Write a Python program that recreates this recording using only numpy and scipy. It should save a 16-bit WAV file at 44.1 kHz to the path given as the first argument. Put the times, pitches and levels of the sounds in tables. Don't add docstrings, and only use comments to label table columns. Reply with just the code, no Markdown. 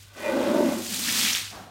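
import sys
import numpy as np
from scipy import signal
from scipy.fft import rfft, irfft, next_fast_len
from scipy.io import wavfile
from scipy.ndimage import uniform_filter1d, map_coordinates

SR = 44100
rng = np.random.default_rng(int(sys.argv[2]) if len(sys.argv) > 2 else 0)


def bounce(signal):
    frames = np.transpose(np.atleast_2d(signal))
    limited = np.clip(frames, -1, 1)
    pcm = np.round(limited * 32767).astype(np.int16)
    wavfile.write(sys.argv[1], SR, pcm)


N = 74970

# f/Hz, gain/dB
ROOM_TONE_EQ = [(25, -20), (48, 11), (110, 6), (250, -9), (1000, -15), (4000, -9), (15000, -47)]
# f/Hz, T60/s
ROOM_T60 = [(200, 0.64), (2000, 0.43), (6000, 0.27), (13000, 0.13)]
# f/Hz, gain/dB
DRAW_BACK_EQ = [(50, 2), (100, -3), (200, 2.5), (480, -5), (720, 2.5), (930, -3.5), (1500, -3.5),
                (2000, -16), (6000, -23), (15000, -36)]

# t/s, level/dB
CHURN_ENV = [(.13, -65), (.18, -41), (.27, -40), (.35, -36), (.45, -32), (.61, -36.5), (.72, -36),
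             (.85, -49.5), (1.0, -58)]
# f/Hz, gain/dB
CHURN_EQ = [(120, -6), (300, 9.5), (800, 4), (1400, -2), (2400, -7), (3500, -6), (6000, -16), (15000, -28)]
# t/s, level/dB (before SPRAY_BOOST_DB)
SPRAY_ENV = [(0, -53), (.12, -64.5), (.17, -54.5), (.21, -52), (.45, -48.5), (.77, -42.5), (.86, -38.5),
             (.96, -33), (1.0, -33.5), (1.1, -32.5), (1.19, -28), (1.27, -31.5), (1.37, -34), (1.42, -44),
             (1.52, -57), (1.62, -57)]
SPRAY_BOOST_DB = 3
# f/Hz, gain/dB
SPRAY_EQ = [(500, -11.5), (1500, -2.5), (3000, 1), (6300, 2.5), (9000, 0.5), (10300, -3), (12000, -1.5),
            (15500, -6)]
# t/s, level/dB
SPLASH_ENV = [(.82, -70), (.9, -41), (1.01, -45), (1.07, -29), (1.13, -31), (1.18, -25.5), (1.27, -29.5),
              (1.36, -32.5), (1.42, -36.5), (1.5, -43), (1.66, -61.5)]
# f/Hz, gain/dB
SPLASH_EQ = [(200, -6.5), (600, -18), (1100, -6.5), (1800, -4.5), (2800, 0), (4000, 1), (6000, -0.5),
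             (8000, -3.5), (10500, -7.5), (15500, -15)]
# t/s, level/dB
PATTER_ENV = [(1.03, -55), (1.08, -34), (1.13, -52), (1.2, -53), (1.27, -29.5), (1.315, -36), (1.36, -30),
              (1.42, -46.5), (1.52, -56)]
# f/Hz, gain/dB
PATTER_EQ = [(400, -27), (1200, -13), (2000, 0.5), (2700, -1.5), (3600, 3), (5000, -2.5), (15000, -32)]
# t/s, peak level/dB, f/Hz (early in the rise), decay/s
FAT_DROPS = [(0.962, -22, 8100, 0.00031), (1.039, -19, 3900, 0.00072), (1.0853, -20.5, 1750, .004),
             (1.2635, -17, 2240, 0.0018), (1.2975, -16.5, 2790, 0.0015), (1.3303, -16.5, 5560, .002),
             (1.3332, -13.5, 5750, 0.0007), (1.35, -12.5, 3000, 0.00053), (1.3626, -21, 3430, 0.00073)]
DROP_NOISE, DROP_ATTACK_S = 0.21, 0.00032
DROP_RISE = .12

# t/s, level/dB, favoured f/Hz
RASP_ENV = [(.14, -54.5, 1400), (.2, -47, 1750), (0.261, -35.5, 2130), (.315, -36.5, 1610),
            (.4, -40.5, 1270), (.6, -43, 1500), (.72, -44, 1720), (.82, -56, 1700)]
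RASP_SPAN_OCT = 0.43
# f/Hz, bandwidth/Hz, gain/dB
HANDLE_MODES = [(1190, 33, -2.5), (1510, 37, -0.5), (1962, 110, 1.5), (2414, 33, 2.5), (2820, 74, -19),
                (3470, 67, -3)]

SLIPS_PER_S, SLIP_RANGE_DB, RUB_GAIN = 170, 5.0, 0.5
# f/Hz, gain/dB
SLIP_EQ = [(60, -32), (140, -3.5), (200, 0.5), (1000, -1.5), (3000, -18), (15000, -38)]
# t/s, low ring level/dB, upper ring level/dB
JUDDER_ENV = [(.14, -80, -67), (.182, -57, -55), (.22, -42, -44), (.25, -44, -30), (.28, -39, -25.5),
              (.35, -26, -27.5), (.43, -31, -29.5), (.5, -26, -27), (.57, -24, -24.5), (.61, -25, -24),
              (.665, -22, -30.5), (.72, -32, -33.5), (.79, -34.5, -43.5), (.88, -47, -54)]
# f/Hz, bandwidth/Hz, gain/dB
LOW_MODES = [(233, 24, 0), (270, 22, -2), (326, 20, 0), (366, 28, -6)]
# f/Hz, bandwidth/Hz, gain/dB
UPPER_MODES = [(470, 60, -17), (535, 32, -7), (587, 34, 0), (670, 36, -16), (892, 40, -14)]
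# t/s, f/Hz of its strongest mode
PRESSURE_BEND = [(.23, 585.3), (.28, 576.7), (.35, 547.2), (.42, 560), (0.521, 589), (0.601, 596.5),
                 (0.699, 589.4), (0.799, 570)]
# t/s, boost/dB
CATCHES = [(.378, 5), (.408, 5), (.483, 2.5), (0.524, 1.5), (.606, 6.5), (.689, 8), (.725, 6), (0.795, 5.5)]
CATCH_WIDTH_S = 0.0031
# t/s, level/dB
AFTER_RING_ENV = [(.75, -37.5), (.86, -51), (.928, -37), (.966, -45.5), (.995, -38), (1.06, -43),
                  (1.09, -36), (1.146, -43), (1.172, -35), (1.215, -40), (1.245, -34.5), (1.3, -45),
                  (1.45, -62)]
# f/Hz, bandwidth/Hz, gain/dB
AFTER_MODES = [(223, 47, 8), (291, 67, -5.5)]


def amp(db):
    return 10 ** (np.asarray(db) / 20)


def unit(x):
    return x / np.sqrt(np.mean(x ** 2) + 1e-20)


def curve_at(points, hz):
    freqs, values = np.transpose(points)
    return np.interp(np.log(hz + 1), np.log(freqs + 1), values)


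def envelopes(rows):
    times, *columns = np.transpose(rows)
    t = np.arange(N) / SR
    outside_s = np.abs(t - np.clip(t, times[0], times[-1]))
    return [amp(np.interp(t, times, db) - 140 * outside_s) for db in columns]


def wobble(rate):
    return map_coordinates(rng.standard_normal(1024), [np.arange(N) * rate / SR], mode="wrap")


def filtered(x, response):
    size = next_fast_len(N + SR // 2)
    return irfft(rfft(x, size) * response(np.fft.rfftfreq(size, 1 / SR)), size)[:N]


def equalised(x, eq):
    return unit(filtered(x, lambda hz: amp(curve_at(eq, hz))))


def ringing(x, modes):
    def response(f):
        return sum((-1) ** k * amp(db) * 1j * f * width / (hz * hz - f * f + 1j * f * width)
                   for k, (hz, width, db) in enumerate(modes))
    ring = filtered(x, response)
    power = uniform_filter1d(uniform_filter1d(ring ** 2, size=1300), size=1300)
    return ring / np.sqrt(np.abs(power) + 1e-20)


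def droplets(count, centre_hz, spread, cycles, scatter_db):
    when, pitch_draw, size_draw, decay_draw = rng.random((count, 4)).T[:, :, None]
    hz = np.clip(centre_hz * (pitch_draw / (1 - pitch_draw)) ** spread, 500, 15000)
    size = amp(-scatter_db * np.log(.02 + size_draw))
    k = np.arange(256)
    turns = hz * k / SR
    age = turns / (cycles * (.5 + decay_draw))
    chirp = np.sin(2 * np.pi * turns * (1 + 0.0067 * np.minimum(age, 5)))
    grains = size * np.sqrt(hz) * np.exp(-age) * chirp * (1 - k / len(k))
    positions = (when * N).astype(int) + k
    return unit(np.bincount(positions.ravel(), grains.ravel(), N)[:N])


def water(drops, eq, hiss_db, flutter_db):
    texture = drops + amp(hiss_db) * rng.standard_normal(N)
    return equalised(texture * amp(flutter_db * wobble(160)), eq)


def clumps(count, decay_s, depth):
    when, size_draw = rng.random((count, 2)).T
    hits = np.bincount((when * N).astype(int), -np.log(.05 + .95 * size_draw), N)
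    bursts = signal.lfilter([1], [1, -np.exp(-1 / (decay_s * SR))], hits)
    return np.sqrt(1 + depth * bursts)


def room_tone(hum_hz=99.5, hum_db=-53.5, noise_db=-55):
    hum = np.sqrt(2) * np.sin(2 * np.pi * hum_hz * np.arange(N) / SR)
    return amp(hum_db) * hum + amp(noise_db) * equalised(rng.standard_normal(N), ROOM_TONE_EQ)


def reverb(x, stretches=24, send_db=-10):
    hz, t, spectra = signal.stft(rng.standard_normal((stretches, SR // 2)), SR, nperseg=256)
    decay = amp(-60 * t / curve_at(ROOM_T60, hz)[:, None])
    tails = signal.istft(spectra * decay, SR, nperseg=256)[1]
    out = np.zeros(2 * N)
    for part, tail in zip(np.array_split(np.arange(N), stretches), tails):
        echo = signal.fftconvolve(x[part], tail / np.linalg.norm(tail))
        out[part[0] + SR // 200:][:len(echo)] += echo
    return amp(send_db) * out[:N]


def draw_back(start_s=1.501, attack_s=0.039, fade_after_s=0.088, fade_db_per_s=81, level_db=-42.5):
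    t = np.arange(N) / SR - start_s
    envelope = np.clip(t / attack_s, 0, 1) * amp(-fade_db_per_s * np.maximum(t - fade_after_s, 0))
    return amp(level_db) * envelope * equalised(rng.standard_normal(N), DRAW_BACK_EQ)


def churn():
    drops = droplets(count=3500, centre_hz=2245, spread=0.398, cycles=1.9, scatter_db=0)
    return envelopes(CHURN_ENV)[0] * water(drops, CHURN_EQ, hiss_db=6.0, flutter_db=-0.6)


def spray():
    drops = droplets(count=6000, centre_hz=7540, spread=0.365, cycles=1.9, scatter_db=2.0)
    fizz = water(drops, SPRAY_EQ, hiss_db=3.5, flutter_db=1.0)
    fizz *= clumps(count=200, decay_s=.002, depth=1.0)
    return amp(SPRAY_BOOST_DB) * envelopes(SPRAY_ENV)[0] * unit(fizz)


def splash():
    drops = droplets(count=5000, centre_hz=3650, spread=0.374, cycles=1.8, scatter_db=4.5)
    wash = water(drops, SPLASH_EQ, hiss_db=3.5, flutter_db=.5)
    wash *= clumps(count=220, decay_s=0.0017, depth=0.67)
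    return envelopes(SPLASH_ENV)[0] * unit(wash)


def patter():
    drops = droplets(count=1500, centre_hz=2670, spread=0.21, cycles=2.2, scatter_db=2.5)
    return envelopes(PATTER_ENV)[0] * water(drops, PATTER_EQ, hiss_db=-3, flutter_db=2.5)


def fat_drops():
    out, t = np.zeros(N + SR), np.arange(SR // 20) / SR
    for start_s, db, hz, decay_s in FAT_DROPS:
        pitch = hz * (1 + DROP_RISE * (np.minimum(t / decay_s, 4) - .5))
        ring = np.sin(2 * np.pi * np.cumsum(pitch) / SR) + DROP_NOISE * rng.standard_normal(len(t))
        smack = ring * np.exp(-t / decay_s) * (1 - np.exp(-t / DROP_ATTACK_S))
        out[round(start_s * SR):][:len(t)] += amp(db) * smack / np.abs(smack).max()
    return out[:N]


def stick_slip():
    gap_draw, force_draw = rng.random((1000, 2)).T
    onsets = (np.cumsum(.2 + 1.6 * gap_draw) * SR / SLIPS_PER_S).astype(int)
    kicks = np.bincount(onsets, amp(SLIP_RANGE_DB * force_draw), N)[:N]
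    return unit(kicks - kicks.mean()) + RUB_GAIN * rng.standard_normal(N)


def handle_rasp():
    times, _, pitches = np.transpose(RASP_ENV)
    favoured_hz = np.interp(np.arange(N) / SR, times, pitches)
    drive = stick_slip()
    rings = np.zeros(N)
    for hz, width, db in HANDLE_MODES:
        focus = 1 / (1 + (np.log2(hz / favoured_hz) / RASP_SPAN_OCT) ** 2)
        rings += amp(db) * focus * ringing(drive, [(hz, width, 0)])
    return envelopes([row[:2] for row in RASP_ENV])[0] * unit(rings)


def blade_judder():
    t = np.arange(N) / SR
    low_env, upper_env = envelopes(JUDDER_ENV)
    lurch = amp(sum(db * np.exp(-.5 * ((t - at_s) / CATCH_WIDTH_S) ** 2) for at_s, db in CATCHES))
    drive = equalised(stick_slip(), SLIP_EQ)
    speed = np.interp(t, *np.transpose(PRESSURE_BEND)) / UPPER_MODES[2][0]
    groan = map_coordinates(ringing(drive, UPPER_MODES), [np.cumsum(speed)], mode="mirror")
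    body = ringing(drive, LOW_MODES)
    after_ring = envelopes(AFTER_RING_ENV)[0] * ringing(drive, AFTER_MODES)
    return lurch * (low_env * body + upper_env * groan) + after_ring


def scene():
    wet_rug = churn() + spray() + splash() + patter() + fat_drops() + draw_back()
    squeegee = blade_judder() + handle_rasp()
    return (squeegee + wet_rug + reverb(wet_rug) + room_tone())[None]


def record(dry):
    low_cut_hz, top_hz = 53, 15900
    return filtered(dry[0], lambda hz: (hz < top_hz) * (1 - 1 / (1 + (hz / low_cut_hz) ** 4)))[None]


dry = scene()
out = record(dry)
bounce(out)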